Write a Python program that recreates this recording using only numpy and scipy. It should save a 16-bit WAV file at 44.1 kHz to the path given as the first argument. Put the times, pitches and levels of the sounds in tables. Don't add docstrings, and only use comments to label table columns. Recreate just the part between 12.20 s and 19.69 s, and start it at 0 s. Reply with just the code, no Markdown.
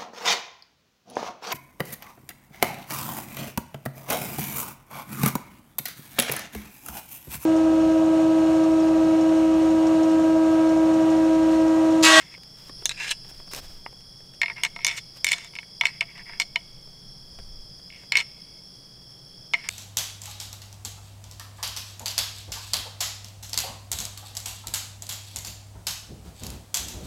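import sys
import numpy as np
from scipy import signal
from scipy.fft import rfft, irfft
from scipy.io import wavfile
from scipy.ndimage import uniform_filter1d

SR = 44100
rng = np.random.default_rng(int(sys.argv[2]) if len(sys.argv) > 2 else 0)


def bounce(signal):
    frames = np.transpose(np.atleast_2d(signal))
    limited = np.clip(frames, -1, 1)
    pcm = np.round(limited * 32767).astype(np.int16)
    wavfile.write(sys.argv[1], SR, pcm)


def rack_gain(trim_db):
    fader = np.asarray(trim_db, float)
    return 10 ** (fader / 20)


N = 330414
T = np.arange(N) / SR

# (time [s], force [dB], sharpness [dB], depth [dB], spot [Hz])
BLOWS = [(0.6562, -22.5, 12.5, -14, 3570), (0.6933, -25.5, 1.5, -23, 3802), (0.7126, -29.5, -7, -22, 2580),
         (2.2158, -11.5, -13.5, -23, 1810), (2.2321, -12.5, -29, -16, 1750), (2.435, -16, -1, -14, 3050),
         (2.4494, -19, -4, -13, 2900), (2.6468, -14.5, -0.5, -18, 5400), (2.6666, -17, 4.5, -17, 12500),
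         (3.0447, -13.5, 1, -25, 12400), (3.0671, -16.5, -6, -27, 8500), (3.1178, -12.5, -6.5, -23, 7900),
         (3.1312, -16.5, -14, -22, 3543), (3.6107, -11.5, -20, -13.5, 3240),
         (3.6542, -9, -15.5, -23.5, 2490), (3.8086, -14.5, -15, -25, 2821), (4.1992, -15.5, -1, -12, 5314),
         (4.3584, -13.5, -19, -15, 2900), (5.9208, -14.5, -7, -18, 4426), (5.9543, -8, -27, -24.5, 2900),
         (5.9705, -13.5, -3.5, -24.5, 4816), (5.9859, -25.5, -5, -21.5, 4188),
         (7.3359, -16, -14.5, -7, 3100), (7.4884, -20.5, -0.5, -12.5, 12460)]
# (time [s], force [dB], sharpness [dB], depth [dB], spot [Hz])
REBOUNDS = [(0.7058, -34, -8, -6, 3900), (0.7178, -33, -5, -25, 3700), (2.259, -21, -25, -19, 2301),
            (2.2813, -25, -33, -12, 2500), (2.299, -23, -37, -13, 2306), (2.457, -34, -18, -30, 2308),
            (2.464, -26.5, -23, -33, 4100), (2.6778, -23, -3, -39, 5500), (2.684, -22, -10, -25, 5500),
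            (2.6917, -22, -17, -23, 5500), (2.699, -25, -20, -25, 2900), (2.712, -27, -15, -25, 3500),
            (2.7165, -27, -16, -23, 5500), (2.7806, -30.5, -18.5, -27.5, 2600),
            (3.0792, -19.5, -22, -34, 5200), (3.088, -21, -3, -29, 5200), (3.0942, -36, -4, -28, 5600),
            (3.099, -30, -25, -30, 2900), (3.1135, -27, -2, -21, 2900), (3.1285, -26.5, 4, -17, 5200),
            (3.136, -23.5, -8, -10, 3600), (3.6348, -27, -16, -0.5, 1900), (3.648, -38, -10, -10, 3500),
            (3.668, -22.5, -8.5, -16, 4200), (3.816, -32.5, -19.5, 1, 2500),
            (4.211, -27, -5.5, -29.5, 5200), (4.218, -25, -5, -17, 4300), (5.9355, -27, -25.5, -20.5, 2900),
            (5.9645, -22.5, -19.5, -15.5, 2900), (5.975, -18.5, -11, -24.5, 4400),
            (5.993, -24.5, -9.5, -28, 4300), (6.002, -22.5, -10.5, -27, 2950), (6.009, -26, -10, -15, 2950),
            (7.341, -12.5, -30, -35, 2250), (7.349, -23.5, -33, -44, 2310)]
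# (time [s], force [dB], sharpness [dB], depth [dB], spot [Hz])
TOUCHES = [(0.1397, -38, -16, -10, 2300), (0.1484, -40, -24, -34, 2300), (2.3811, -38, -37, -4, 1794),
           (2.562, -29, -17, -3.5, 2300), (2.5893, -36.5, -23, -3, 2300), (3.1824, -37.5, 1, -3, 2300),
           (3.246, -44.5, 8.5, -1, 2600), (3.3353, -46, -20, -3, 2900), (3.353, -33.5, -8.5, -18, 2575),
           (3.363, -32, -25, -14, 2900), (3.3869, -26, -21, -15.5, 2570), (3.4294, -40.5, -20, -13, 1787),
           (3.827, -29, -30, -31, 2578), (3.9782, -40.5, -11, -2, 2604), (4.0947, -37, -26, -3, 1787),
           (4.134, -37.5, -33, -10, 1798), (5.702, -41, -18.5, -32, 2780), (0.7839, -52, -14, -20, 2545),
           (.8002, -38, -5, -23, 2560), (0.8221, -35, -10, -26, 1685), (0.8243, -37, -12, -24, 2600),
           (0.8452, -32, -13, -24, 2300), (0.8676, -40, -4, -20, 2400), (0.8927, -32, -4, -20, 3900),
           (0.912, -25.5, 4, -28, 4400), (0.917, -34, 0, -19, 3940), (0.9178, -31, 4, -14, 2900)]
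# (time [s], first gap [s], force [dB], sharpness [dB], spot [Hz])
CHATTER = [
    (2.6063, .009, -37, -22.5, 2300),
    (5.7244, .0115, -43.5, -21, 2800),
]
# (time [s], length [s], pressure [dB], sharpness [dB])
DRAGS = [(-.01, 0.056, -35.5, -20), (0.033, 0.093, -48.5, -15), (0.102, 0.086, -44.5, -23),
         (0.72, 0.072, -52, -5), (0.766, 0.068, -42, -14), (0.795, 0.039, -31.5, -17),
         (0.82, 0.083, -33.5, -10), (0.869, 0.061, -37.5, -4), (0.903, 0.028, -27.5, -5.5),
         (2.293, 0.038, -30.5, -43), (2.356, 0.081, -33, -33), (2.439, 0.035, -21.5, -20.5),
         (2.667, 0.07, -26, -20), (2.715, 0.075, -34.5, -16), (2.773, 0.025, -30, -13),
         (2.761, 0.033, -40.5, -3), (3.105, .012, -35, -14), (3.062, 0.11, -35.5, -6),
         (3.138, 0.16, -37.5, -14.5), (3.635, 0.08, -29, -23), (3.714, 0.09, -49, -19),
         (3.806, 0.038, -32, -37), (3.866, 0.1, -46, -35), (3.946, 0.057, -39, -35),
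         (3.983, 0.05, -35.5, -46), (4.047, 0.16, -40, -37), (4.199, 0.035, -27, -12.5),
         (5.756, 0.14, -50, -14), (5.92, 0.051, -27.5, -33), (5.965, 0.066, -23, -19),
         (7.338, 0.12, -38, -24), (7.435, 0.057, -35, -27)]
# (time [s], pitch [Hz])
CONTACT = [(0, 2360), (.77, 2499), (.8, 2300), (.815, 1700), (.865, 1700), (.885, 2600), (.895, 4000),
           (.93, 3060), (2.3, 1777), (2.45, 3096), (2.7, 3380), (2.74, 3505), (2.78, 2491), (3.15, 3900),
           (3.7, 2604), (4.0, 1899), (5.8, 2700), (7.4, 2900)]
# (pitch [Hz], level [dB], t60 [s])
BEAM = [(684, -14, 0.15), (916, -2, 0.033), (1008, -4, 0.048), (1140, -8.5, 0.036), (1333, -4.5, 0.035),
        (1565, -13, 0.044), (405, -15.5, 0.046)]
# (pitch [Hz], level [dB], t60 [s])
TINES = [(1780, -11, 0.022), (1915, -12.5, 0.04), (2103, -6, 0.025), (2202, -13, 0.038), (2248, -17, 0.03),
         (2580, -17.5, 0.026), (2700, -9.5, 0.015), (2320, -33.5, 0.072)]
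# (pitch [Hz], level [dB], t60 [s])
TIPS = [(2923, -5, 0.031), (3230, -3, 0.012), (3536, -4.5, 0.031), (3946, -7.5, 0.014), (4200, -8.5, 0.043),
        (4460, -6.5, 0.018), (5060, -4.5, 0.017), (5600, -9, 0.027)]
# (pitch [Hz], level [dB], t60 [s])
CRACK = [(6240, 4.5, 0.0057), (6650, -1, 0.008), (7280, 0, 0.012), (8210, -4.5, 0.012), (8580, -8, 0.009),
         (9260, -8.5, 0.0093), (11360, -16.5, 0.012), (13180, -18.5, 0.015), (14320, -19.5, 0.0023)]
# (pitch [Hz], level [dB], t60 [s])
FREE_TINE = [(1695, -5.5, 0.034), (2414, -0.5, 0.016), (2706, -5, 0.039), (3970, -6, 0.041)]
# (time [s], level [dB], pitch [Hz], fall [dB per octave])
SNAPS = [(0.178, -33.5, 598, 18), (0.234, -29, 3710, 7), (0.495, -26.5, 600, 21.5),
         (0.6214, -27.5, 600, 17), (1.335, -15.5, 7000, 2.5), (1.3477, -12, 3700, 22),
         (1.363, -17, 9000, 12), (5.1876, -23, 900.6, 11), (1.047, -32.5, 500, 12), (1.113, -30, 794, 13),
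         (1.2, -28, 494, 15), (1.277, -28.5, 500, 18), (1.728, -30, 500, 16), (1.806, -37, 2300, 5),
         (2.005, -32, 800, 9), (2.137, -31, 2600, 13), (2.147, -36, 2300, 11), (5.594, -35, 700, 8),
         (5.835, -34, 710, 9.5), (4.675, -34.5, 896, 8), (5.198, -36.5, 590, 9)]
# (time [s], level [dB])
RAP = (1.6628, -23.5)
# (pitch [Hz], level [dB], t60 [s])
BUCKLE = [(886, 0.5, 0.013), (1230, -6.5, 0.017), (2030, 1, 0.0083), (2900, -12, 0.015)]
# (time [s], level [dB])
RUSTLE = [
    [(0, -81), (.2, -79), (.4, -67), (.47, -63.5), (.5, -69), (.55, -70.5), (.65, -67.5)],
    [(1.05, -68), (1.1, -67.5), (1.308, -72), (1.314, -48), (1.395, -49), (1.41, -61), (1.45, -59.5),
     (1.55, -65), (1.62, -76)],
    [(2.9, -95), (2.97, -60.5), (3.03, -74)],
]
# (frequency [Hz], level [dB per Hz])
CLOTH = [(120, -45), (200, -5), (558, 7), (899, 2), (1400, 2), (5040, 1), (13800, -8), (16000, -4.5)]
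# (time [s], level [dB])
CHORUS = [(0.0, -49.5), (0.94, -45), (2.13, -48.5), (2.56, -48), (2.77, -47), (7.49, -48)]
# (frequency [Hz], level [dB per
# Hz])
AIR = [(30, -23), (50, -3.5), (88, -14), (130, 2), (155, -4.5), (178, -1.5), (230, -12.5), (500, -15.5),
       (1000, -22.5), (2500, -29), (7000, -29.5), (12000, -37.5), (15750, -32), (16000, -62)]
# (time [s], level [dB])
WIND = [(0, -82), (.55, -50), (1.0, -55), (1.5, -45.5), (2.3, -63), (2.6, -50), (3.2, -64), (4.6, -52),
        (5.15, -55), (5.25, -41), (5.4, -41.5), (5.75, -66.5), (7.49, -60.5)]
# (time [s], level [dB], fade [dB per s])
THUDS = [
    (.55, -50, 134),
    (1.42, -51, 69.5),
    (5.23, -46, 58.5),
]

LOOSE_S, REGRIP_S = .5, 1.5
MAIN_HZ = 2205


def antlers():
    return band(knocks() + drags(), 416.0, SR / 2)


def knocks(favour_db=9.5, main_db=13.5, detune=0.015, crack_detune=0.0663, grip=0.2,
           snap_db=-8.0, snap_t60=0.0021, snap_follow=0.21):
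    groups = (BEAM, TINES, TIPS, CRACK, FREE_TINE)
    sizes = [len(modes) for modes in groups]
    hz, mode_db, t60 = np.transpose(sum(groups, []))
    signs = (-1) ** (np.arange(len(hz)) // 2)
    main = np.abs(hz - MAIN_HZ) < 60
    detune = np.where(hz > CRACK[0][0] - 1, crack_detune, detune) * np.where(main, .5, 1)
    t = np.arange(2400, dtype=np.float32)[:, None] / SR
    out = np.zeros(N + len(t))
    hits = BLOWS + REBOUNDS + TOUCHES + chatter()
    chance = rng.standard_normal((len(hits), 3, len(hz)))
    puffs = rng.standard_normal((len(hits), 400)) * rack_gain(-60 * t[:400, 0] / snap_t60)
    puffs = band(puffs, 6400.0, 18000.0, order=1)
    for (s, force, sharp, depth, spot_hz), (spot, tune, hold), puff in zip(hits, chance, puffs):
        loose = LOOSE_S < s < REGRIP_S
        tines, tips, crack = contact_levels(force, sharp, tips_db=-2, follow=0.32)
        free = tines if loose else -200
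        favoured = favour_db * np.exp(-(np.log(hz / spot_hz) / 0.13) ** 2) + 1.8 * spot
        lead = main_db * (not loose)
        group_db = np.repeat([force + depth, tines, tips, crack, free], sizes)
        level_db = group_db + mode_db + np.where(main, lead, favoured)
        decay = np.log(1000) / (t60 * np.exp(grip * np.minimum(hold, .4)))
        pole = 2j * np.pi * hz * (1 + detune * tune) - decay
        start = round(s * SR)
        out[start:][:len(t)] += np.exp(pole.astype(np.complex64) * t).imag @ (signs * rack_gain(level_db))
        out[start:][:len(puff)] += rack_gain(crack + snap_db + snap_follow * sharp) * puff
    return out[:N]


def chatter(shrink=.82, loss_db=1.0, depth_db=-23.5):
    hits = []
    for s, gap, force, sharp, spot_hz in CHATTER:
        for k in range(7):
            elapsed = gap * (1 - shrink ** k) / (1 - shrink)
            hits.append((s + elapsed, force - loss_db * k, sharp, depth_db, spot_hz))
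    return hits


def drags(slide_db=3.5, crack_damp=0.45, main_db=6.5, favour_db=5.5, favour_width=0.1):
    pressure = drag_pressure()
    live = uniform_filter1d(1. * (pressure[0] > 0), size=6001) > 1e-6
    (tines, tips, crack), t = pressure[:, live], T[live]
    slips = rms_one(grains(per_s=1400.0, spread_db=1.0))[live]
    contact_hz = in_time(CONTACT)[0][live]
    loose = (t > LOOSE_S) * (t < REGRIP_S)
    driven = [(BEAM, tines * rack_gain(-23.0)), (TINES, tines * rack_gain(-10.0)), (TIPS, tips * rack_gain(-7.5)),
              (CRACK, crack * rack_gain(-1.0)), (FREE_TINE, tines * rack_gain(-4.0) * loose)]
    rung = 0
    for modes, force in driven:
        steady = sum(rack_gain(2 * level_db) * t60 for hz, level_db, t60 in modes) * SR / (4 * np.log(1000))
        damp = crack_damp if modes is CRACK else 1
        for hz, level_db, t60 in modes:
            gripped_db = main_db * np.exp(-(np.log(hz / MAIN_HZ) / .03) ** 2) * (t > REGRIP_S)
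            favoured_db = favour_db * np.exp(-(np.log(hz / contact_hz) / favour_width) ** 2)
            mode_db = level_db + gripped_db + favoured_db + slide_db * drift(22.0, t)
            sliding = rack_gain(mode_db) / np.sqrt(steady * damp)
            own_slips = np.roll(slips, rng.integers(N))
            rung = rung + ring(own_slips * force * sliding, hz, t60 * damp)
    out = np.zeros(N)
    out[live] = rung
    return out


def drag_pressure(rise=0.21):
    out = np.zeros((3, N))
    for s, length, pressure_db, sharp_db in DRAGS:
        span = slice(max(round(s * SR), 0), round((s + length) * SR))
        swell = np.sin(np.pi / 2 * np.interp((T[span] - s) / length, [0, rise, 1], [0, 1, 0]))
        levels_db = contact_levels(pressure_db, sharp_db, tips_db=3.5, follow=0.59)
        out[:, span] += swell * rack_gain(levels_db)[:, None]
    return out


def contact_levels(force_db, sharp_db, tips_db, follow):
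    return force_db, force_db + tips_db + follow * sharp_db, force_db + sharp_db


def snaps(trim_db=-6.5):
    out, t = np.zeros(N), np.arange(2000) / SR
    # (low [Hz], high [Hz], centre [Hz], t60 [s])
    bands = [(300.0, 650.0, 600, .03), (1200.0, 2830.0, 1900, .02),
             (2700.0, 5700.0, 3700, .012), (5500.0, 24000.0, 9000, .008)]
    for low_hz, high_hz, centre_hz, t60 in bands:
        puffs = rng.standard_normal((len(SNAPS), len(t))) * rack_gain(-60 * t / t60)
        for (s, peak_db, hz, fall), puff in zip(SNAPS, band(puffs, low_hz, high_hz, order=1)):
            level_db = peak_db - fall * abs(np.log2(centre_hz / hz)) + trim_db
            out[round(s * SR):][:len(t)] += rack_gain(level_db) * puff / np.abs(puff).max()
    return out


def rap():
    s, rap_db = RAP
    click = rack_gain(rap_db) * (np.arange(SR // 10) == 0)
    out = np.zeros(N)
    for k, (hz, level_db, t60) in enumerate(BUCKLE):
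        out[round(s * SR):][:len(click)] += (-1) ** k * rack_gain(level_db) * ring(click, hz, t60)
    return out


def rustle(trim_db=11.0):
    crackle = grains(per_s=18000.0, spread_db=4.5) * rack_gain(3.6 * drift(45.35))
    return rack_gain(trim_db) * gains_in_spans(RUSTLE)[0] * coloured(crackle, CLOTH)


def trunks(x):
    t = np.arange(SR // 2) / SR
    noise = rng.standard_normal((3, len(t)))
    near = noise[0] * rack_gain(-60 * t / .06) * (t > .004)
    leaves = band(noise[1], 5700.0, 12000.0) * rack_gain(-60 * t / 0.15) * (t > .003)
    edge = band(noise[2], 300.7, 6990.0, order=1) * (t > .02) * np.clip((.48 - t) / .06, 0, 1)
    trees = edge * rack_gain(-60 * t / .6)
    parts = (-15.5, near), (-24.0, leaves), (-36.5, trees), (-46.0, edge)   # (level [dB], echo)
    echo = sum(rack_gain(db) * part / np.linalg.norm(part) for db, part in parts)
    return signal.oaconvolve(x, echo)[:N]


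def chorus(centre_hz=5247.0, above_hz=220.0, below_hz=450.0, octave_db=-21.0, octave_tilt_db=-4.5):
    out = 0
    for place, pace, start in zip(np.linspace(-2.8, 2.3, 17), *rng.random((2, 17))):
        hz = centre_hz + place * (above_hz if place > 0 else below_hz)
        strokes = T * (59.0 + 14.0 * pace) + start
        shape, phase = wing_pulses(strokes, hz, duty=0.98, sag_hz=354.0, uneven_db=2.0)
        overtone = rack_gain(octave_db + octave_tilt_db * place) * np.sin(2 * phase)
        out = out + rack_gain(-3.6 * place ** 2) * shape * (np.sin(phase) + overtone)
    return rms_one(smear(out, t60=.05, wet=0.45, count=4))


def near_cricket():
    out = 0
    for hz, per_s, level_db in ((3340.0, 40.21, 0), (3190.0, 38.6, -10.0)):
        shape, phase = wing_pulses(per_s * T - .12, hz, duty=.75, sag_hz=380.0, uneven_db=1.5)
        out = out + rack_gain(level_db) * shape * np.sin(phase)
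    return rms_one(smear(out, t60=0.26, wet=0.47))


def ticker(level_db=-71.0):
    strokes = 22.7 * (T - 6.555)
    shape, phase = wing_pulses(strokes, 6300.0, duty=.3, sag_hz=1100.0, uneven_db=1.5)
    strong = rack_gain(4.0 * np.cos(np.pi * strokes))
    return rack_gain(level_db) * rms_one(smear(shape * strong * np.sin(phase), t60=.1, wet=0.51))


def wing_pulses(count, hz, duty, sag_hz, uneven_db):
    stroke = np.floor(count + .5).astype(int)
    place = count - stroke
    start, size = rng.standard_normal((2, 700))[:, stroke % 700]
    shape = rack_gain(uneven_db * size) * np.maximum(1 - (2 * place / duty) ** 2, 0) ** 2
    stroke_s = (T[-1] - T[0]) / (count[-1] - count[0])
    cycles = hz * T - sag_hz * stroke_s * place ** 2 / 2 + start
    return shape, (2 * np.pi * (cycles % 1)).astype(np.float32)


def smear(x, t60, wet, count=1, sway_per_s=9.0):
    t = np.arange(SR // 4) / SR
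    paths = 0
    for tail in rng.standard_normal((count, len(t))) * rack_gain(-60 * t / t60):
        sway = drift(sway_per_s) if count > 1 else 1
        paths = paths + signal.oaconvolve(x, tail)[:N] * sway
    return (1 - wet) * rms_one(x) + wet * rms_one(paths)


def air(level_db=-53):
    return rack_gain(level_db + 0.25 * drift(2.7)) * coloured(rng.standard_normal(N), AIR)


def wind(mount_db=-66, rise_db_per_s=170.0):
    sway_db, = in_time(WIND)
    jolts = rack_gain(mount_db)
    for s, db, fade in THUDS:
        jolts = jolts + rack_gain(db - np.maximum(fade * (T - s), rise_db_per_s * (s - T)))
    sway, thud = rng.standard_normal((2, N))
    lumps = rack_gain(sway_db + 0.5) * rms_one(band(sway, 8.0, 22.6))
    return lumps + jolts * rms_one(band(thud, 28.0, 85.0))


def rms_one(x):
    return x / np.sqrt(np.mean(x ** 2) + 1e-20)


def in_time(rows):
    s, *columns = np.transpose(rows)
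    return [np.interp(T, s, c) for c in columns]


def gains_in_spans(tables):
    total = 0
    for rows in tables:
        inside = (T >= rows[0][0]) & (T <= rows[-1][0])
        total = total + rack_gain(np.array(in_time(rows))) * inside
    return total


def drift(rate, t=T):
    return np.interp((t * rate) % 399, np.arange(400), rng.standard_normal(400))


def ring(clicks, hz, t60):
    r, w = rack_gain(-60 / (t60 * SR)), 2 * np.pi * hz / SR
    return signal.lfilter([0, np.sin(w)], [1, -2 * r * np.cos(w), r * r], clicks + 1e-18)


def band(x, low_hz, high_hz, order=2):
    edges = np.clip([low_hz, max(high_hz, 1.1 * low_hz)], 5, .48 * SR)
    return signal.sosfilt(signal.butter(order, edges, "band", fs=SR, output="sos"), x)


def coloured(x, spectrum):
    hz, level_db = np.transpose(spectrum)
    log_hz = np.log(np.arange(N // 2 + 1) * SR / N + 1)
    return rms_one(irfft(rfft(x) * rack_gain(np.interp(log_hz, np.log(hz), level_db)), N))


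def grains(per_s, spread_db):
    sizes = rack_gain(spread_db * np.minimum(rng.exponential(1, N), 4)) * rng.choice([-1, 1], N)
    return sizes * (rng.random(N) < per_s / SR)


def scene():
    close = antlers() + snaps() + rap()
    chorus_db, = in_time(CHORUS)
    insects = rack_gain(chorus_db) * chorus() + rack_gain(-59) * near_cricket() + ticker()
    return (close + trunks(close) + rustle() + insects + air() + wind())[None]


def roll_off(x):
    return signal.sosfilt(signal.butter(12, 17020, fs=SR, output="sos"), x)


def record(dry):
    rounded = 0.54 * np.tanh(dry / 0.57)
    top_cut = signal.cheby2(10, 60, 16700, fs=SR, output="sos")
    return roll_off(signal.sosfilt(top_cut, rounded))


dry = scene()
out = record(dry)
bounce(out)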